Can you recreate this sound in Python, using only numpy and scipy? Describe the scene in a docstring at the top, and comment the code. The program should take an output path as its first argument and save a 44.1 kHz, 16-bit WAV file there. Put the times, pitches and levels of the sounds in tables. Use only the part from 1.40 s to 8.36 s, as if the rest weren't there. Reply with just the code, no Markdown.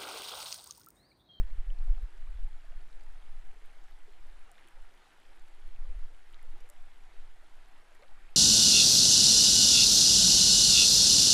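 """First come low, heavy surges and shoves of current against a sealed housing, under water in a salmon creek.
Behind them lies the distant riffle, a soft wash of countless small bubbles, with a thin hiss of silt.
Close to the microphone single bubbles gurgle, grit ticks on the case and knots of small bubbles trickle past.
Eddies, wash and hiss are shaped noise; bubbles are gliding, decaying sines; grains are short rings with noise."""
import sys
import numpy as np
from scipy import signal
from scipy.fft import rfft, irfft, next_fast_len
from scipy.io import wavfile
from scipy.ndimage import uniform_filter1d

SR = 44100
rng = np.random.default_rng(int(sys.argv[2]) if len(sys.argv) > 2 else 0)


def wav_record(signal):
    """Record a signal, one row per channel, as 16-bit PCM in the file named by sys.argv[1]."""
    frames = np.transpose(np.atleast_2d(signal))
    bounded = np.clip(frames, -1, 1)
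    # unit amplitude maps onto the largest positive 16-bit level
    quanta = np.round(bounded * 32767).astype(np.int16)
    wavfile.write(sys.argv[1], SR, quanta)


N = 306936  # samples


def amp(db):
    """Decibels to gain."""
    return 10 ** (np.asarray(db) / 20)


def unit(x):
    """Scale to rms 1."""
    return x / np.sqrt(np.mean(x ** 2) + 1e-20)


def filtered(x, response):
    """Multiply the spectrum of x by a response of frequency, without phase shift."""
    padded = next_fast_len(len(x) + SR // 2)
    hz = np.fft.rfftfreq(padded, 1 / SR)
    return irfft(rfft(x, padded) * response(hz), padded)[:len(x)]


def lowpass(x, corner_hz, order):
    """Keep mainly what lies below the corner."""
    return filtered(x, lambda hz: 1 / (1 + (hz / corner_hz) ** order))


def coloured(x, spectrum):
    """Shape x with a (f/Hz, level/dB) spectrum, then scale to rms 1."""
    f, db = np.transpose(spectrum)
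    return unit(filtered(x, lambda hz: amp(np.interp(np.log(hz + 1), np.log(f + 1), db))))


def t60_decay(t, t60):
    """Exponential decay that has fallen 60 dB after t60 seconds."""
    return np.exp(-np.log(1000) * t / t60)


def add(track, s, sound):
    """Mix a sound into the track at time s."""
    part = track[max(0, round(s * SR)):][:len(sound)]
    part += sound[:len(part)]


SKIRT = 11  # far from its crest a swell dies away as this power of time


def swells(rows):
    """Gain of (t/s, level/dB, width/s) swells, round at the crest, summed as powers."""
    t = np.arange(N) / SR
    power = np.zeros(N)
    for s, db, width in rows:
        swell = amp(db) * (1 + ((t - s) / width) ** 2 / SKIRT) ** (-SKIRT / 2)
        power += swell ** 2
    return np.sqrt(power)


def eddies(spectrum, span):
    """Low turbulent pressure whose strength is evened out over span seconds."""
    x = coloured(rng.standard_normal(N), spectrum)
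    power = uniform_filter1d(np.abs(signal.hilbert(x)) ** 2, max(1, int(span * SR)))
    return unit(x / np.sqrt(np.abs(power) + 1e-3))


REBOUND = 0.4  # how far the swing after a shove outgrows the one before it


def shove(u):
    """Pressure of one eddy passing, u widths from its centre: a peak, then the water swings back."""
    return (1 - u ** 2 - REBOUND * u) * np.exp(-u ** 2 / 2)


# Relative spectra of the slow sway and the faster buffeting at the housing: f/Hz, level/dB
SWAY_SPECTRUM = [(2, 5.5), (6, 1), (12, 4.5), (19, -2), (28, -52.5), (45, -56), (90, -93), (200, -120)]
BUFFET_SPECTRUM = [(14, -8), (23, 12), (34, -8), (52, -13.5), (70, -20.5), (100, -31.5), (150, -48),
                   (400, -100)]
# Surges of current past the housing: crest t/s, buffeting level/dB before small eddies grow, width/s
CURRENT_SURGES = [(0.118, -44, 0.061), (0.3, -41, 0.11), (0.505, -32.5, 0.039), (0.74, -51.5, 0.14),
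                  (0.96, -45.5, 0.11), (1.361, -50, 0.27), (1.75, -49.5, 0.12), (2.01, -47.5, 0.14),
                  (2.5, -54, 0.13), (2.889, -51.5, 0.11), (3.403, -55.5, 0.073), (4.0, -57.5, 0.086),
                  (4.37, -46.5, 0.12), (4.57, -47, 0.11), (5.101, -52, 0.15), (5.42, -56, 0.04),
                  (5.78, -55.5, 0.15), (6.22, -59, 0.13), (6.82, -54.5, 0.12)]
# Sudden shoves of water: t/s, level/dB before the last column, width/s, signed factor (push +, suction -)
WATER_SHOVES = [(0.008, -19, 0.022, -1.17), (0.043, -29.5, 0.009, -1.4), (0.126, -25, 0.015, 1),
                (0.182, -31.5, 0.0084, -1.24), (0.284, -26.5, 0.0093, 1), (0.403, -22.5, 0.016, -1.2),
                (0.505, -17, 0.011, -1.15), (0.581, -31, 0.01, -0.84), (0.639, -21, 0.008, -0.65),
                (0.841, -37.5, 0.0083, 0.91), (0.9, -29, 0.0089, 0.86), (0.957, -29.5, 0.0068, 0.79),
                (1.042, -23, 0.013, -1.1), (1.37, -30.5, 0.012, 0.79), (4.404, -28, 0.019, -0.88),
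                (4.495, -30, 0.0093, 1), (4.545, -43, 0.006, -0.89), (4.571, -32, 0.0075, -1.1),
                (4.602, -28, 0.019, -0.93), (5.11, -30, 0.023, -1.07), (5.431, -34.5, 0.02, -1),
                (5.795, -28.5, 0.025, -1.06)]
CALM_DB, MIDDLING_DB = -81, -40.5  # buffeting between surges and in a middling one
SWAY_DB, SWAY_GROWS = -30, 0.75  # sway in a middling surge; its dB per dB of buffeting
SWAY_OUTLASTS = 1.29  # length of the sway over that of the buffeting
SMALL_EDDY_HZ, SMALL_EDDY_GROWS = 45.3, 0.39  # lower bound of small eddies; their extra dB per dB
SHOVE_EDGE = 0.23  # share of the hardest shove in its steep core; gentler ones are rounder
EDGE_WIDTH = 0.47  # width of that core over the whole shove


def current():
    """Surges sway and buffet the housing, brighter the stronger they are; single eddies shove it."""
    sway_rows = []
    for s, db, width in CURRENT_SURGES:
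        sway_db = SWAY_DB + SWAY_GROWS * (db - MIDDLING_DB)
        sway_rows.append((s, sway_db, SWAY_OUTLASTS * width))
    sway = lowpass(swells(sway_rows) * eddies(SWAY_SPECTRUM, span=0.19), corner_hz=30.2, order=4)

    strength = np.hypot(swells(CURRENT_SURGES), amp(CALM_DB))
    churn = eddies(BUFFET_SPECTRUM, span=0.086)
    large = lowpass(churn, corner_hz=SMALL_EDDY_HZ, order=6)
    small = (churn - large) * (strength / amp(MIDDLING_DB)) ** SMALL_EDDY_GROWS
    pressure = strength * (large + small)

    hardest_db = max(row[1] for row in WATER_SHOVES)
    for s, db, width, direction in WATER_SHOVES:
        u = (np.arange(N) / SR - s) / width
        edge = SHOVE_EDGE * amp(db - hardest_db)
        shape = (1 - edge) * shove(u) + edge * shove(u / EDGE_WIDTH)
        pressure += direction * amp(db) * shape
    return lowpass(sway + pressure, corner_hz=122, order=8)


def patchy_noise(patchy_db):
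    """White noise with short patches of random gain across time and pitch."""
    z = signal.stft(rng.standard_normal(N), nperseg=1024)[2]
    field = uniform_filter1d(rng.standard_normal(z.shape), size=6, axis=0)
    field = uniform_filter1d(field, size=7, axis=1)
    return unit(signal.istft(z * amp(patchy_db * unit(field)), nperseg=1024)[1][:N])


def bubble(t, hz, t60, rise, onset_cycles):
    """A bubble rings softly into life and its pitch glides by the share rise over t60; peak of swell 1."""
    phase = 2 * np.pi * hz * t * (1 + rise * t / t60 / 2)
    swell = t60_decay(t, t60) * (1 - np.exp(-t * hz / onset_cycles))
    return np.sin(phase) * swell / swell.max(axis=-1, keepdims=True)


def bubble_cloud(count, low_hz, high_hz, cycles, spread_db):
    """Small bubbles at random moments, rms 1; a positive spread lifts a few, a negative one sinks a few."""
    when, size, life, strength = rng.random((count, 4)).T[:, :, None]
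    hz = low_hz * (high_hz / low_hz) ** size
    t = np.arange(SR // 16) / SR
    gain = amp(spread_db * np.minimum(-np.log(1 - strength), 4)) * hz / low_hz
    rings = gain * bubble(t, hz, cycles * (.5 + life) / hz, rise=0.13, onset_cycles=0.66)
    at = (when * N).astype(int) + np.arange(len(t))
    return unit(np.bincount(at.ravel(), rings.ravel(), N)[:N])


# Relative spectra of the distant wash and the hollow rush below it: f/Hz, level/dB
WASH_SPECTRUM = [(110, -12), (175, -4), (260, -3.5), (350, 1.5), (420, -3), (475, 0), (540, -3.5), (780, 3),
                 (1100, -1.5), (1350, 0.46), (1950, -1.5), (2450, -4.5), (3200, -7), (4500, -12),
                 (5800, -16.5), (7000, -16.5), (12000, -73)]
HOLLOW_SPECTRUM = [(30, 2), (70, -0.5), (110, -0.5), (160, -13.5), (260, -32), (600, -77)]
RIFFLE_DB, HOLLOW_DB = -65, -78  # steady levels


def riffle():
    """Far bubbles merge into a wash; nearer ones babble through it, over a faint hollow rush."""
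    babble = bubble_cloud(count=450, low_hz=284.3, high_hz=1008, cycles=58, spread_db=1.5)
    prickle = bubble_cloud(count=2200, low_hz=1123, high_hz=5850, cycles=14.5, spread_db=3.0)
    mixture = patchy_noise(patchy_db=1.5) + amp(-24.0) * babble + amp(-12.0) * prickle
    wash = coloured(mixture, WASH_SPECTRUM)
    flutter_noise = coloured(rng.standard_normal(N), [(2, 8.0), (25, -24.0), (80, -27), (300, -100)])
    flutter = 1 + 0.045 * flutter_noise
    hollow = coloured(rng.standard_normal(N), HOLLOW_SPECTRUM)
    return amp(RIFFLE_DB) * flutter * wash + amp(HOLLOW_DB) * hollow


# Relative spectrum of the silt hiss: f/Hz, level/dB
SILT_SPECTRUM = [(3500, -3), (6000, -20.5), (7500, -1.5), (10800, -4), (13000, -12), (15500, -17.5)]
SILT_DB = -77.5  # steady level


def silt():
    """Fine sand and tiny bubbles sweep past as a thin hiss dotted with faint pings."""
    pings = bubble_cloud(count=700, low_hz=6160, high_hz=12700, cycles=14, spread_db=3.0)
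    return amp(SILT_DB) * coloured(patchy_noise(patchy_db=2.0) + amp(-12.5) * pings, SILT_SPECTRUM)


# Single bubbles close to the microphone: t/s, ring level/dB, starting f/Hz,
# share of pitch gained (+) or lost (-) by the time it is 60 dB down, starting-pitch cycles until then
NEAR_BUBBLES = [(0.3028, -49.5, 3000, 0.0042, 31), (0.304, -62.5, 560, 0.12, 49),
                (0.388, -56, 3900, 0.36, 17), (0.396, -69, 716, 0.42, 45), (0.491, -65, 395, -0.43, 60),
                (0.578, -61.5, 730, 0.58, 61), (0.738, -63.5, 376, 0.22, 41), (0.872, -59, 1165, 0.32, 43),
                (1.078, -59, 840, 0.24, 63), (1.242, -61, 646, 0.46, 49), (1.407, -61.5, 680, 0.42, 52),
                (1.529, -56, 4050, -0.046, 25), (1.609, -57, 4450, 0.12, 30), (2.44, -62, 765, -0.013, 38),
                (2.678, -57.5, 437, -0.37, 35), (3.092, -59, 810, -0.07, 49), (3.112, -59, 707, -0.051, 55),
                (3.18, -57, 3170, 0.95, 42), (3.182, -53.5, 1600, 1.8, 40), (3.191, -61, 2750, 0.4, 40),
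                (3.24, -61, 3150, 0.3, 35), (3.277, -58, 3260, -0.039, 35), (3.968, -64, 317, 0.41, 30),
                (4.362, -56, 2600, 0.039, 26), (4.49, -64.5, 486, 0.15, 45),
                (4.937, -53.5, 3030, -0.04, 26), (4.944, -49, 3830, -0.055, 26),
                (4.992, -54.5, 2100, 0.15, 30), (5.045, -63, 488, 0.08, 56), (5.133, -60, 302, 0.78, 31),
                (5.16, -58.5, 830, 0.021, 49), (5.161, -61, 364, 0.23, 36), (5.205, -63, 463, -0.0036, 27),
                (5.297, -62, 585, 0.13, 84), (5.738, -64, 400, -0.15, 48), (6.554, -58, 1870, 0.17, 43),
                (6.593, -61.5, 415, 0.6, 55), (6.591, -61, 926, 0.37, 40), (6.6225, -54, 525, 0.65, 34),
                (6.6268, -54.5, 2170, -0.19, 20), (6.626, -58.5, 1220, 0.08, 35),
                (6.633, -62, 2100, 0.17, 22), (6.636, -59.5, 1500, 0.017, 30), (6.637, -61, 690, 0.34, 44),
                (6.645, -63, 518, 0.37, 64), (6.674, -62, 1700, 0.1, 28), (6.691, -60, 800, 0.84, 35),
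                (6.708, -61, 634, 0.36, 46), (6.717, -59.5, 820, 0.1, 41), (6.775, -58, 1115, 0.27, 30),
                (6.842, -59.5, 1830, 0.27, 84)]
STRAY_BUBBLE_DB = -80.5  # rms of fainter bubbles at random moments
SNAP_DB, SNAP_HZ = -5, 3500  # snap against the ring, for a bubble of this pitch
SNAP_GROWS = 0.6  # the snap grows as this power of pitch
SNAP_CYCLES = 9  # cycles of the bubble until the snap is 60 dB down


def gurgles():
    """Bubbles close by snap free and ring: the lower the pitch, the softer the snap; some chirp upward."""
    track, t = np.zeros(N), np.arange(SR // 4) / SR
    for s, db, hz, rise, cycles in NEAR_BUBBLES:
        snap = coloured(rng.standard_normal(len(t)), [(hz / 3, -20), (hz, 0), (hz * 1.6, -5), (hz * 4, -28)])
        snap *= amp(SNAP_DB) * (hz / SNAP_HZ) ** SNAP_GROWS
        snap *= t60_decay(t, SNAP_CYCLES / hz)
        ring = bubble(t, hz, cycles / hz, rise, onset_cycles=1.0)
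        add(track, s, amp(db) * (ring + snap))
    stray = bubble_cloud(count=30, low_hz=331.4, high_hz=868, cycles=42, spread_db=-1.5)
    return track + amp(STRAY_BUBBLE_DB) * stray


def stray_grit(count):
    """Rows (t/s, peak level/dB, ring f/Hz) of faint grains carried by the stream."""
    when, strength, size = rng.random((count, 3)).T
    low_hz, high_hz = 5000, 12400
    db = -67.5 + 5 * (2 * strength - 1)  # 5 dB either way
    return list(zip(when * N / SR, db, low_hz * (high_hz / low_hz) ** size))


# Grains striking the case: t/s, peak level/dB, ring f/Hz
GRIT_TICKS = [(0.477, -62, 7800), (0.6272, -54, 11300), (1.407, -67, 6100), (1.636, -58, 6900),
              (2.259, -55, 9600), (2.4395, -59, 5900), (2.509, -60, 12100), (3.116, -47, 8900),
              (3.274, -52.5, 9900), (3.2857, -53, 9100), (4.084, -58, 8100), (4.927, -58, 8600),
              (5.0284, -53, 10700), (5.2045, -57, 5270), (5.2065, -57, 7900), (5.2903, -53, 8850),
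              (5.2998, -41, 8400), (6.286, -61, 10000), (6.549, -56, 8200), (6.623, -53.5, 4130)]
TICK_HZ, TICK_T60_S = 9000, 0.0012  # a grain of this pitch rings this long
TICK_SHORTENS = 1.3  # ring time falls as this power of pitch


def grit():
    """Each grain on the case gives a dry, briefly ringing tick with a fainter, longer skitter."""
    track, t = np.zeros(N), np.arange(SR // 64) / SR
    for s, db, hz in list(GRIT_TICKS) + stray_grit(count=170):
        fade = t60_decay(t, TICK_T60_S * (TICK_HZ / hz) ** TICK_SHORTENS)
        ring = np.sin(2 * np.pi * hz * t) * fade
        skitter = coloured(rng.standard_normal(len(t)), [(hz / 4, -25), (hz, 0), (hz * 2.05, -12), (hz * 3, -45)])
        contact = 1 - np.exp(-t * hz)  # a lower-pitched, bigger grain lands more softly
        tick = contact * (ring + amp(-11) * skitter * fade ** 0.17)
        add(track, s, amp(db) * tick / np.abs(tick).max())
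    return track


# Knots of small bubbles passing the microphone: crest t/s, level/dB, width/s
BUBBLE_FLURRIES = [(3.24, -71.5, 0.13), (4.96, -69, 0.023), (6.634, -66, 0.008), (6.71, -80, 0.051)]


def flurries():
    """Now and then a knot of small, quickly damped bubbles trickles past."""
    trickle = bubble_cloud(count=2400, low_hz=660, high_hz=2400, cycles=5.2, spread_db=-5.0)
    return swells(BUBBLE_FLURRIES) * trickle


def scene():
    """Everything reaches the one sealed microphone."""
    return (current() + riffle() + silt() + gurgles() + grit() + flurries())[None]


def record(dry):
    """The camera in the housing keeps nothing above its band limit: a steep low-pass, run both ways."""
    stop_hz = 16150
    band_limit = signal.cheby2(16, 60, stop_hz, fs=SR, output="sos")
    return signal.sosfiltfilt(band_limit, dry)


dry = scene()
out = record(dry)
wav_record(out)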